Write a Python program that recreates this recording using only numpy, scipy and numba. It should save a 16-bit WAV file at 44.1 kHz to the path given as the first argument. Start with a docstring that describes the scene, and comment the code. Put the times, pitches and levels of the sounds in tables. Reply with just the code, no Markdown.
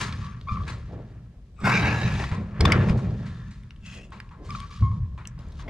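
"""In a cramped loft, a pipe wrench works a threaded iron pipe between joists, close to a small stereo microphone.
Each pull shakes the joists low and dull: noise and sudden pushes ring the low modes of the timber.
Gloves rub along and the jaws rasp, scuff and knock: random grains and bursts ring wood and iron resonances.
The thread squeaks as it sticks and slips, built from harmonics of a wobbling pitch.
Short diffuse echoes answer; a steady hiss lies beneath and the image flutters between left and right."""
import sys
import numpy as np
from scipy import signal
from scipy.fft import rfft, irfft, next_fast_len
from scipy.io import wavfile
from scipy.ndimage import uniform_filter1d
from numba import njit

SR = 44100
rng = np.random.default_rng(int(sys.argv[2]) if len(sys.argv) > 2 else 0)


def materialize(psi):
    """Save the field psi as 16-bit PCM at rate SR to the path in sys.argv[1].

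    A 1-D psi becomes a single channel; in a 2-D psi each row is a channel.
    """
    bounded = np.clip(np.atleast_2d(psi).T, -1, 1)
    quanta = np.round(bounded * 32767).astype(np.int16)
    wavfile.write(sys.argv[1], SR, quanta)


N = 250929
T = np.arange(N) / SR
MS = np.arange(0, N / SR + .002, .001)  # the same span in millisecond steps, in seconds
DRIFT = .018  # scale of the wander of the resonances, as a share of their pitch


def undb(db):
    """Decibels to an amplitude factor."""
    return 10 ** (np.asarray(db) / 20)


def unit(x):
    """Scale to an RMS of one."""
    return x / np.sqrt(np.mean(x ** 2))


def curve(table, index):
    """One column over time, joined by straight lines."""
    rows = np.array(table, float)
    return np.interp(T, rows[:, 0], rows[:, index])


def gate(table, fade_s=0.0052):
    """One while the table lasts, fading at both ends."""
    since_start, until_end = T - table[0][0], table[-1][0] - T
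    return np.clip(np.minimum(since_start, until_end) / fade_s, 0, 1)


def swells(s, db, rise_s, hold_s, fade_s):
    """Power of each event once a millisecond: rise to the peak, hold, then a steady fade."""
    late = MS[:, None] - s
    # rises are kept within 2 to 500 ms per 30 dB, fades at 20 ms or more per 60 dB
    rise_db = -30 * late / np.clip(rise_s, .002, .5)
    fade_db = 60 * (late - hold_s) / np.maximum(fade_s, .02)
    below_db = np.clip(np.maximum(rise_db, fade_db), 0, 200)
    return undb(db - below_db) ** 2


def gain(power):
    """Overlapping events add in power; the amplitude follows at sample rate."""
    return np.interp(T, MS, np.sqrt(power.sum(axis=1)))


@njit
def svf(x, hz, width):
    """State-variable band-pass, gain 1 at a centre that may move."""
    y, b, l = np.empty(len(x)), 0., 0.  # output, band and low states
    for i in range(len(x)):
        g, k = np.tan(np.pi * hz[i] / SR), width / hz[i]
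        v = (b + g * (x[i] + 1e-18 - l)) / (1 + g * (g + k))
        b, l, y[i] = 2 * v - b, l + 2 * g * v, k * v
    return y


def body(x, modes, stretch=None, steep=False):
    """Sum of resonances, all scaled by a common stretch; steep ones pass a second, wider filter."""
    out = 0
    for k, (hz, width, db) in enumerate(modes):
        centre = np.full(len(x), 1. * hz) if stretch is None else np.clip(hz * stretch, 20, SR / 2.5)
        y = svf(x, centre, 1. * width)
        if steep:
            y = svf(y, centre, 1.76 * width)
        out = out + (-1) ** k * undb(db) * y  # neighbours alternate in sign
    return out


def tilted(modes, tilt_db):
    """The same modes, brighter or duller by dB per octave from 2 kHz."""
    return [(hz, width, db + tilt_db * np.log2(hz / 2000)) for hz, width, db in modes]


def walk(rate):
    """Random levels held 1 / rate s and slewed twice; spread near 1."""
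    k = int(SR / rate)
    held = np.repeat(rng.standard_normal(N // k + 1), k)
    return 1.26 * uniform_filter1d(uniform_filter1d(held, k), k)[:N]


def grains(rate, spread_db, flicker_db):
    """Tiny slips of rough surfaces: random clicks (rate per s) of uneven size whose strength flickers."""
    hit = rng.random(N) < rate / SR
    size = undb(spread_db * rng.exponential(size=N)) * rng.standard_normal(N)
    return unit(hit * size * undb(flicker_db * walk(40)))


def steady_hiss():
    """Steady broad noise round 2.5 kHz, unrelated left and right."""
    level_db = -67.5  # before the filter
    noise = rng.standard_normal(2 * N)
    return undb(level_db) * svf(noise, np.full(2 * N, 2500.), 3600.0).reshape(2, N)


def joists():
    """Heaves shake each low timber mode on its own; jolts ring them all over a slowly swelling rumble."""
    # Low modes of the timber frame. Each row: centre in Hz, width in Hz, level in dB.
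    joist_modes = [(64.3, 17.7, 1), (82.7, 8.2, 0.5), (97.4, 19.3, 2.5), (122.4, 18.7, 5), (150.2, 23, -3),
                   (170.8, 16.3, 0.5), (204.6, 30.3, -3)]
    # Heaves on the handle. Each row: peak in seconds, level at 120 Hz in dB, hold in seconds,
    # fade in seconds per 60 dB, tilt in dB per octave.
    heave_rows = [(0, -30, 0.04, 2.5, -1.5), (0.523, -26.5, 0.011, 1.3, -5.5),
                  (0.894, -37.5, 0.026, 2.5, -2), (1.637, -27, 0.099, 1, 10.5),
                  (1.797, -22, 0.072, 1.06, 0), (2.05, -23.5, 0.02, 0.5, 1.5),
                  (2.132, -24, 0.069, 0.5, -3.5), (2.317, -27.5, 0.073, 1.4, 3), (2.609, -18, 0.16, 1, 2),
                  (2.868, -21, 0.026, 2, 0.5), (3.832, -46.5, 0.12, 5.5, 5.5), (4.489, -37, 0.021, 1.6, 2),
                  (4.815, -21, 0.029, 0.19, -8.5), (4.872, -26, 0.077, 0.93, -11),
                  (5.198, -41, 0.36, 2.5, -3.5)]
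    # Heavy jolts into the joists. Each row: time of the push in seconds, peak in dB.
    jolt_rows = [(0.514, -19), (1.631, -23), (2.042, -20), (2.316, -20.5), (2.608, -11), (2.655, -15.5),
                 (2.686, -18.5), (2.751, -21), (2.9, -9.5), (3.828, -35.5), (4.81, -23), (4.857, -30.5)]
    heave_rise_s = 0.035  # per 30 dB
    rumble_hz, rumble_width_hz, rumble_db = 53, 40, -43

    s, level_db, hold_s, fade_s, tilt_db = np.transpose(heave_rows)
    modes = [body(rng.standard_normal(N), [mode], steep=True) for mode in joist_modes]
    shake = 0
    for y, (hz, width, db) in zip(modes, joist_modes):
        mode_db = level_db + tilt_db * np.log2(hz / 120)
        shake = shake + y * gain(swells(s, mode_db, heave_rise_s, hold_s, fade_s))
    shake = shake / np.std(sum(modes))

    push, t = np.zeros(N), np.arange(SR // 4) / SR
    for s, db in jolt_rows:
        push[int(s * SR)] = undb(db)
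    ring = sum(undb(db) * np.sin(2 * np.pi * hz * t) * np.exp(-np.pi * 1.5 * width * t)
               for hz, width, db in joist_modes)
    # the push reaches the timber 5 ms late and lasts about 3 ms
    ring = uniform_filter1d(np.r_[np.zeros(SR // 200), ring], size=120)
    jolts = signal.fftconvolve(push, ring / np.abs(ring).max())[:N]

    rumble = body(rng.standard_normal(N), [(rumble_hz, rumble_width_hz, 0)], steep=True)
    rumble = unit(rumble * undb(2.0 * walk(3.4))) * undb(rumble_db)
    return shake + jolts + rumble


def rubbing():
    """Gloves and jaws rub wood and iron: grains ring dull wood, gritty iron and its finer treble."""
    # Resonances of wood, iron and iron treble. Each row: centre in Hz, width in Hz, level in dB.
    wood_modes = [(276, 125, 3.5), (426, 136, 2), (545, 122, 2), (700, 360, -6)]
    grit_modes = [(936, 200, -1.5), (1200, 363, 3.5), (1713, 390, 0), (2330, 990, -6.5)]
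    treble_modes = [(2980, 1130, 1), (4130, 2640, -1.5), (6770, 2400, -10), (8780, 1050, -13),
                    (12000, 7100, -29.5)]
    # Gloves and handle drag on the wood. Each row: peak in seconds, level in dB,
    # rise in seconds per 30 dB, hold in seconds, fade in seconds per 60 dB.
    drag_rows = [(.01, -43.5, 3.9, 0, 0.9), (0.56, -56, 0.1, 0.16, 1), (.68, -47.5, 2, 0.0037, 0.75),
                 (0.901, -42.5, 0.06, 0.087, 0.28), (1.06, -56, 0.5, 0.0034, 2),
                 (1.67, -33.5, 0.1, 0.26, 0.9), (1.998, -43.5, 1, 0.21, 1), (2.314, -45, -0.2, 0.044, 1.5),
                 (2.607, -28, 0.02, 0.2, 0.92), (3.008, -39, .5, 0.0078, 1.08), (3.955, -51, 0.2, 0.041, 1),
                 (4.41, -49, 0.14, 0.05, 1), (5.193, -59.5, 0.3, 0.047, 0.5),
                 (5.39, -52.5, -0.1, 0.077, 1.5), (5.688, -39.5, 0.1, .02, 4)]
    # The jaws grate on the iron. Each row: peak in seconds, level in dB, treble level in dB,
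    # rise in seconds per 30 dB, hold in seconds, fade in seconds per 60 dB.
    grate_rows = [(.01, -37.5, -42, 3.2, 0, 0.8), (0.243, -49, -59, 1.5, 0.024, 0.7),
                  (0.519, -51, -59, 0.1, 0.025, 2), (0.666, -42, -62, 0, 0.0055, 0.42),
                  (.92, -60, -77, 1.5, 0, 1.5), (1.607, -55, -64, -0.02, 0.14, 1),
                  (1.67, -36, -48, 0.04, 0.15, 1.42), (2.116, -48, -48, 3, 0.13, .5),
                  (2.329, -50, -54, -2, 0.02, -0.95), (2.65, -32, -50, 0.07, 0.05, .5),
                  (2.76, -30, -72, 0.3, 0.0025, .5), (2.893, -45, -51, 0.5, 0.019, 0.1),
                  (2.993, -52.5, -61.5, 0.3, 0.038, 2), (3.256, -55, -64.5, 1.5, 0.083, 1.5),
                  (3.862, -61, -63, 0, 0.11, 0), (4.13, -66.5, -77.5, 0.6, 0, 8),
                  (4.518, -51, -55.5, 0.16, 0.041, 1.5), (4.704, -59, -55, -0.3, 0.069, 0.6),
                  (5.209, -56.5, -76, -0.1, 0.029, 1), (5.39, -61, -65, 0, 0.011, 2),
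                  (5.593, -60, -54.5, 0.07, 0.031, 0)]

    s, db, treble_db, *shape = np.transpose(grate_rows)
    wood = unit(body(grains(2500, 1.0, 1.9), wood_modes, steep=True))
    wood = wood * gain(swells(*np.transpose(drag_rows)))
    iron = unit(body(grains(3000, 0.43, 0.96), grit_modes, steep=True)) * gain(swells(s, db, *shape))
    treble = unit(body(grains(6000, 0.74, 1.85), treble_modes, steep=True))
    treble = treble * gain(swells(s, treble_db, *shape))
    return wood + iron + treble


def hum():
    """Light contact keeps two modes of the released pipe sounding faintly: noise through resonances."""
    # Each row: peak in seconds, level in dB, rise in seconds per 30 dB, hold in seconds,
    # fade in seconds per 60 dB.
    hum_rows = [(2.737, -42.5, -0.6, 0.052, 0.54), (3.245, -59, 1.1, 0.21, 0.75)]
    # Pipe modes. Each row: centre in Hz, width in Hz, level in dB.
    hum_modes = [(1773, 110, 0.5), (3600, 120, -10)]
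    noise = rng.standard_normal(N)
    return unit(body(noise, hum_modes, steep=True)) * gain(swells(*np.transpose(hum_rows)))


def scuffs():
    """The jaws land and scuff to a halt: sudden grit dies away through the pipe's broad modes."""
    # Each row: start in seconds, level in dB (8.5 dB is taken off below), fade in seconds per 60 dB,
    # tilt in dB per octave.
    scuff_rows = [(.0074, -19.5, 0.25, 5), (.676, -28.5, 0.31, 3.5), (2.191, -31.5, 0.51, 3.5),
                  (2.313, -26.5, 0.4, -1.5), (2.884, -27.5, 0.27, -1), (2.971, -41.5, 0.22, 9),
                  (3.04, -37, 0.24, -1), (3.254, -38, 0.32, 3), (3.506, -46, 0.41, 5),
                  (4.119, -35.5, 0.48, -0.5), (4.309, -39, 0.28, -4), (4.445, -48.5, 1, 9),
                  (5.1753, -33.5, 0.22, -2), (5.375, -47.5, 0.98, -2.5), (5.5922, -38, 0.38, -1)]
    # Broad pipe modes. Each row: centre in Hz, width in Hz, level in dB before the tilt.
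    scuff_modes = [(1020, 295, 8), (1530, 630, -3.5), (2100, 520, 0), (2920, 1500, -15.5), (4080, 1020, -9),
                   (6740, 3340, -23)]
    out, t = np.zeros(N + SR), np.arange(SR // 2) / SR
    chance = rng.standard_normal((len(scuff_rows), len(t)))
    for (s, db, fade_s, tilt_db), noise in zip(scuff_rows, chance):
        grit = noise * np.abs(noise)  # squaring makes the grit uneven
        rub = unit(body(grit, tilted(scuff_modes, tilt_db), steep=True))
        onset = np.minimum(t / 0.003, 1)
        i = int(s * SR)
        out[i:i + len(t)] += rub * undb(db - 8.5 - 60 * t / max(fade_s, .02)) * onset
    return out[:N]


def rasp():
    """The adjusting nut rasps: short dense grains ring the nut and jaw."""
    # Each row: peak in seconds, level in dB, rise in seconds per 30 dB, hold in seconds,
    # fade in seconds per 60 dB.
    rasp_rows = [(3.856, -48.5, 0.06, 0.07, 0.5), (3.912, -49.5, 0.1, 0.065, 0.3)]
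    # Nut and jaw modes. Each row: centre in Hz, width in Hz, level in dB.
    rasp_modes = [(1400, 670, -9.5), (2070, 160, -3), (2664, 120, 3.5), (3410, 290, -6.5), (4080, 390, -15),
                  (5630, 630, -15), (6760, 370, -10.5), (7900, 4900, -24.5)]
    ringing = body(grains(6000, 1.2, 3.4), rasp_modes, 1 + DRIFT * walk(40))
    return unit(ringing) * gain(swells(*np.transpose(rasp_rows)))


def slide():
    """Teeth grind round the pipe; resonances jump at the bite, and the free span climbs as the grip tightens."""
    # The jaws slide round the pipe. Each row: time in seconds, level in dB (2.5 dB is taken off below),
    # extra level of the free span in dB.
    slide_rows = [(1.56, -64, -9), (1.632, -46.5, 2.5), (1.652, -26, 8.5), (1.7, -22.5, 5.5),
                  (1.74, -21.5, 0.5), (1.788, -25.5, 0), (1.84, -26, 0.5), (1.95, -30, 2),
                  (2.142, -37.5, 1.5), (2.248, -38.5, 2), (2.31, -44.5, -4), (2.42, -61, -3)]
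    # Each row: centre in Hz when the free span is at reference_hz, width in Hz, level in dB,
    # share of the climb that it follows.
    slide_modes = [(794, 230, 1, 0.0051), (1100, 480, -4, 0.013), (1890, 340, -9.5, 0), (2290, 150, 1, 0),
                   (2590, 220, -1.5, 0), (3100, 500, -18, 0), (3600, 110, -15.5, 0),
                   (3960, 260, -8.5, 0.0065), (4600, 520, -21.5, 0), (5870, 1500, -21, 0),
                   (7100, 1000, -27.5, 0)]
    reference_hz = 1560
    bite_s, loose_hz, bite_hz, bite_takes_s, climb_hz_per_s = 1.66, 1475, 77, .03, 410
    span_width_hz, span_db, waver_db = 85., 5, 2.5
    # a thin hiss as the teeth skid before they bite: peak in seconds, level in dB,
    # rise in seconds per 30 dB, hold in seconds, fade in seconds per 60 dB
    skid = (1.652, -56, .09, .02, .12)
    skid_mode = (7750, 600, 0)  # centre in Hz, width in Hz, level in dB

    late = np.maximum(T - bite_s, 0)
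    bite = loose_hz + bite_hz * (1 - np.exp(-late / bite_takes_s))
    climb = climb_hz_per_s * np.minimum(late, 1)
    grind = grains(4500, 0.75, 0.8)
    tone = 0
    for k, (*mode, share) in enumerate(slide_modes):
        # each resonance wavers on its own in pitch and level
        stretch = (bite + share * climb) / reference_hz * (1 + DRIFT * walk(29.95))
        y = body(grind, [mode], stretch, steep=True) * undb(waver_db * walk(24.9))
        tone = tone + (-1) ** k * y
    span_hz = (bite + climb) * (1 + DRIFT / 2 * walk(29.7))
    span = svf(grind, span_hz, span_width_hz) * undb(span_db + curve(slide_rows, index=2))
    hiss = unit(body(rng.standard_normal(N), [skid_mode], steep=True)) * gain(swells(*np.transpose([skid])))
    level = undb(curve(slide_rows, index=1) - 2.5) * gate(slide_rows)
    return (tone + span) / np.std(tone) * level + hiss


def squeaks(wobble=0.05, throb_db=4, haze=0.2):
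    """Thread stick-slip locked near one mode: roughness wobbles the pitch and throbs the grip."""
    # Each row: peak in seconds, pitch in Hz, level in dB, second partial level in dB, roughness 0-1,
    # rise in seconds per 30 dB, hold in seconds, fade in seconds per 60 dB.
    squeak_rows = [(.218, 1160, -47.5, -64, 0.35, -0.43, 0.042, .5),
                   (0.472, 1116, -37, -52.5, 0.34, -0.12, 0.016, 0.36),
                   (0.487, 1187, -31, -48.5, 0.44, -0.04, 0.0063, 0.31),
                   (0.507, 1191, -36, -57, .4, -0.02, 0.0074, 0.3),
                   (0.555, 1165, -37, -54, 0.9, -0.16, 0.025, -0.04),
                   (0.594, 1152, -36.5, -63, .6, 0, 0.021, 0.12),
                   (1.592, 1215, -47, -69, .5, 0.015, 0.035, .2),
                   (4.493, 1176, -37.5, -57, 0.27, 0, 0.033, -0.08),
                   (4.55, 1149, -36, -56, 0.89, 0, 0.02, -0.21),
                   (4.628, 1139, -42, -58, 0.37, 0.3, 0.016, 0.07),
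                   (4.694, 1171, -52, -65, .6, -0.5, 0.079, 0.6),
                   (4.825, 1086, -35, -55.5, 0.2, -0.1, 0.046, 0.19),
                   (4.915, 1075, -46.5, -70, 0.65, 0, .02, 0.15),
                   (4.964, 1080, -58, -85, 0.8, -0.1, 0.0035, 1)]
    # Upper partials. Each row: multiple of the pitch, level in dB relative to the second partial.
    upper_partials = [(3, -12), (4, -19)]
    scoop_hz_per_s, sag_hz_per_s = 1200, 60  # the pitch scoops up to the peak, then sags
    upper_share = 0.76  # overtones hold and fade in this share of the time
    beat_hz, beat_depth = 80, 1.2  # a neighbouring mode beats against a rough squeak

    waver, grip, grain = walk(500), np.minimum(walk(100), .5), walk(500)
    s, hz, db, second_db, rough, rise_s, hold_s, fade_s = np.transpose(squeak_rows)
    power, late = swells(s, db, rise_s, hold_s, fade_s), MS[:, None] - s
    share = power / power.sum(axis=1, keepdims=True)  # the strongest slip sets pitch and roughness
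    drop_hz = np.clip(np.maximum(-scoop_hz_per_s * late, sag_hz_per_s * late), 0, 100)
    pitch = np.interp(T, MS, (share * (hz - drop_hz)).sum(axis=1))
    rough = np.interp(T, MS, (share * np.clip(rough, 0, 1)).sum(axis=1))
    phase = 2 * np.pi * np.cumsum(pitch * (1 + wobble * rough * waver)) / SR

    # the swing saturates, so the throb dips deep but peaks flat; fast grip noise hazes the lines
    throb = undb(throb_db * rough * grip) * (1 + haze * rough * grain)
    beat_phase = 2 * np.pi * np.cumsum(beat_hz * (1 + .3 * walk(30))) / SR
    throb = throb * (1 + beat_depth * rough * np.sin(beat_phase))

    upper = np.sin(2 * phase) + sum(undb(db) * np.sin(int(k) * phase) for k, db in upper_partials)
    upper = upper * (1 + 1.3 * rough * walk(400))
    second = gain(swells(s, second_db, rise_s, upper_share * hold_s, upper_share * fade_s))
    return np.sqrt(2) * throb * (gain(power) * np.sin(phase) + second * upper)


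def knocks(chatter=2.1, lead=1.05):
    """Each blow is a brief chatter that builds up and rings the jaw modes, plus a dry crack round its centre."""
    # Jaw knocks and ticks. Each row: time in seconds, peak of the ring in dB, crack centre in Hz,
    # crack in dB over the ring, ring in seconds per 60 dB of added fade, tilt in dB per octave.
    knock_rows = [(0.1251, -31.5, 3860, -5.5, 0.028, 2), (0.4124, -41, 3950, -2, 0.012, 3.5),
                  (0.635, -43, 3550, -0.5, 0.027, -8), (1.603, -54, 8000, 5, 0.016, 9),
                  (1.673, -16.5, 730, -0.5, 0.03, -14), (1.7408, -23, 2000, -3.5, 0.014, -3),
                  (2.154, -37.5, 3490, -0.5, 0.043, -3), (2.239, -28, 950, 0, 0.037, 3),
                  (2.605, -22.5, 1135, -3, 0.03, -2.5), (2.608, -15.5, 4530, -3.5, 0.031, 3),
                  (2.6523, -9, 1020, -3.5, 0.026, -1.5), (2.655, -12, 3380, -9, .025, 3),
                  (2.721, -8, 2310, -5, 0.032, 3), (2.886, -30.5, 1900, 0.5, .025, -4),
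                  (2.896, -27.5, 2430, -7, 0.03, 3), (2.99, -37.5, 1000, 1.5, 0.031, -10),
                  (3.634, -50.5, 2180, -1, 0.016, 11), (3.707, -40, 2850, 3.5, 0.013, 2),
                  (3.761, -48.5, 2920, 2, 0.026, 3), (4.105, -57, 8050, 0, 0.015, 2),
                  (4.2015, -29, 1830, -2, 0.012, 2.5), (4.291, -49.5, 2600, 0, 0.012, 3),
                  (4.5051, -29, 2370, -18, 0.017, 6), (4.602, -32.5, 3960, -3, 0.016, 5.5),
                  (5.254, -45, 2580, 12, 0.013, -8), (5.2728, -37, 5900, 8.5, 0.0093, 12),
                  (5.2747, -42, 7700, 8, 0.01, 15), (5.39, -55, 4650, -3, 0.023, 15),
                  (5.485, -59, 6960, -5, 0.016, 18), (5.5215, -54, 3870, 0, 0.033, 10.5),
                  (5.681, -35.5, 2100, -4, 0.048, -0.5)]
    # Each row: centre in Hz, width in Hz, level in dB before the tilt.
    jaw_modes = [(1026, 130, 4.5), (1430, 200, 4), (2246, 97, 7), (3030, 360, -5.5), (3470, 144, 2),
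                 (4670, 90, -10), (4880, 130, -5), (5660, 710, -19), (7000, 360, -22), (8570, 190, -19),
                 (10870, 1400, -34)]
    out, t = np.zeros(N + SR), np.arange(SR // 5) / SR
    chance = rng.standard_normal((len(knock_rows), len(t)))
    for (s, db, hz, crack_db, ring_s, tilt_db), noise in zip(knock_rows, chance):
        ring_s = max(ring_s, .004)
        chatter_s = chatter * ring_s ** 2  # blows that ring longer chatter longer
        taps = noise * t ** 2 * np.exp(-t / chatter_s)
        fade = undb(-60 * t / ring_s)
        ring = body(taps, tilted(jaw_modes, tilt_db)) * fade
        crack = body(taps * fade, [(hz, 6 / ring_s + 0.094 * hz, 0)], steep=True)
        blow = ring / np.abs(ring).max() + undb(crack_db) * crack / np.abs(crack).max()
        i = int((s - lead * chatter_s) * SR)  # start early, as the chatter builds up
        out[i:i + len(t)] += blow * undb(db)
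    return out[:N]


def loft(x):
    """Short diffuse echoes of the boards, unrelated left and right, with bass and high treble reduced."""
    level_db, t60_s, low_hz, high_hz = -7.5, 0.092, 1190, 5000  # level before the band-pass
    t = np.arange(SR // 3) / SR
    tail = rng.standard_normal((2, len(t))) * undb(-60 * t / t60_s)
    tail = tail / np.sqrt(np.sum(tail ** 2, axis=1, keepdims=True))
    tail = signal.sosfilt(signal.butter(1, [low_hz, high_hz], "band", fs=SR, output="sos"), tail)
    return undb(level_db) * signal.fftconvolve(x[None], tail, axes=1)[:, :N]


def ports(x):
    """Two close microphone ports differ in colour and phase, half the difference on each side."""
    # Each row: frequency in Hz, left minus right in dB.
    balance_rows = [(60, 1.5), (110, 0), (200, -0.5), (380, 0.5), (700, 1.5), (1290, 2), (2380, 4),
                    (4400, 1.5), (8120, 1), (15000, -7)]
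    # Each row: frequency in Hz, phase by which left leads in radians.
    phase_rows = [(100, -0.027), (1000, -0.46), (2580, -0.62), (4300, -0.82), (6200, -0.45), (9000, -.05)]
    size = next_fast_len(N)
    octave = np.log2(np.arange(size // 2 + 1) * SR / size + 1)  # the added 1 Hz keeps the log finite
    balance_hz, balance_db = np.transpose(balance_rows)
    phase_hz, lead = np.transpose(phase_rows)
    balance_db = np.interp(octave, np.log2(balance_hz), balance_db)
    lead = np.interp(octave, np.log2(phase_hz), lead)
    half = undb(balance_db / 2) * np.exp(.5j * lead)
    return irfft(rfft(x, size) * np.array([half, 1 / half]), size)[:, :N]


def flutter(x):
    """The image flutters quickly between left and right, most in the treble."""
    treble_hz, treble_db, whole_db = 6000, 0, -14.5
    treble = signal.sosfilt(signal.butter(2, treble_hz, "high", fs=SR, output="sos"), x)
    side = (undb(treble_db) * treble + undb(whole_db) * x) * walk(180)
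    return np.array([side, -side])


def scene():
    """The work passes ports, echoes and flutter; the joists pass only the ports; hiss is added directly."""
    work = rubbing() + hum() + scuffs() + rasp() + slide() + squeaks() + knocks()
    return steady_hiss() + ports(work + joists()) + loft(work) + flutter(work)


def record(dry):
    """The microphone rounds the loudest peaks, dulls the highest octave and cuts the top."""
    ceiling, dull_hz, top_hz = 0.53, 11500, 15600  # ceiling as a share of full scale
    rounded = ceiling * np.tanh(dry / ceiling)
    soft = signal.sosfilt(signal.butter(2, dull_hz, fs=SR, output="sos"), rounded)
    return signal.sosfilt(signal.ellip(8, .2, 70, top_hz, fs=SR, output="sos"), soft)


dry = scene()
out = record(dry)
materialize(out)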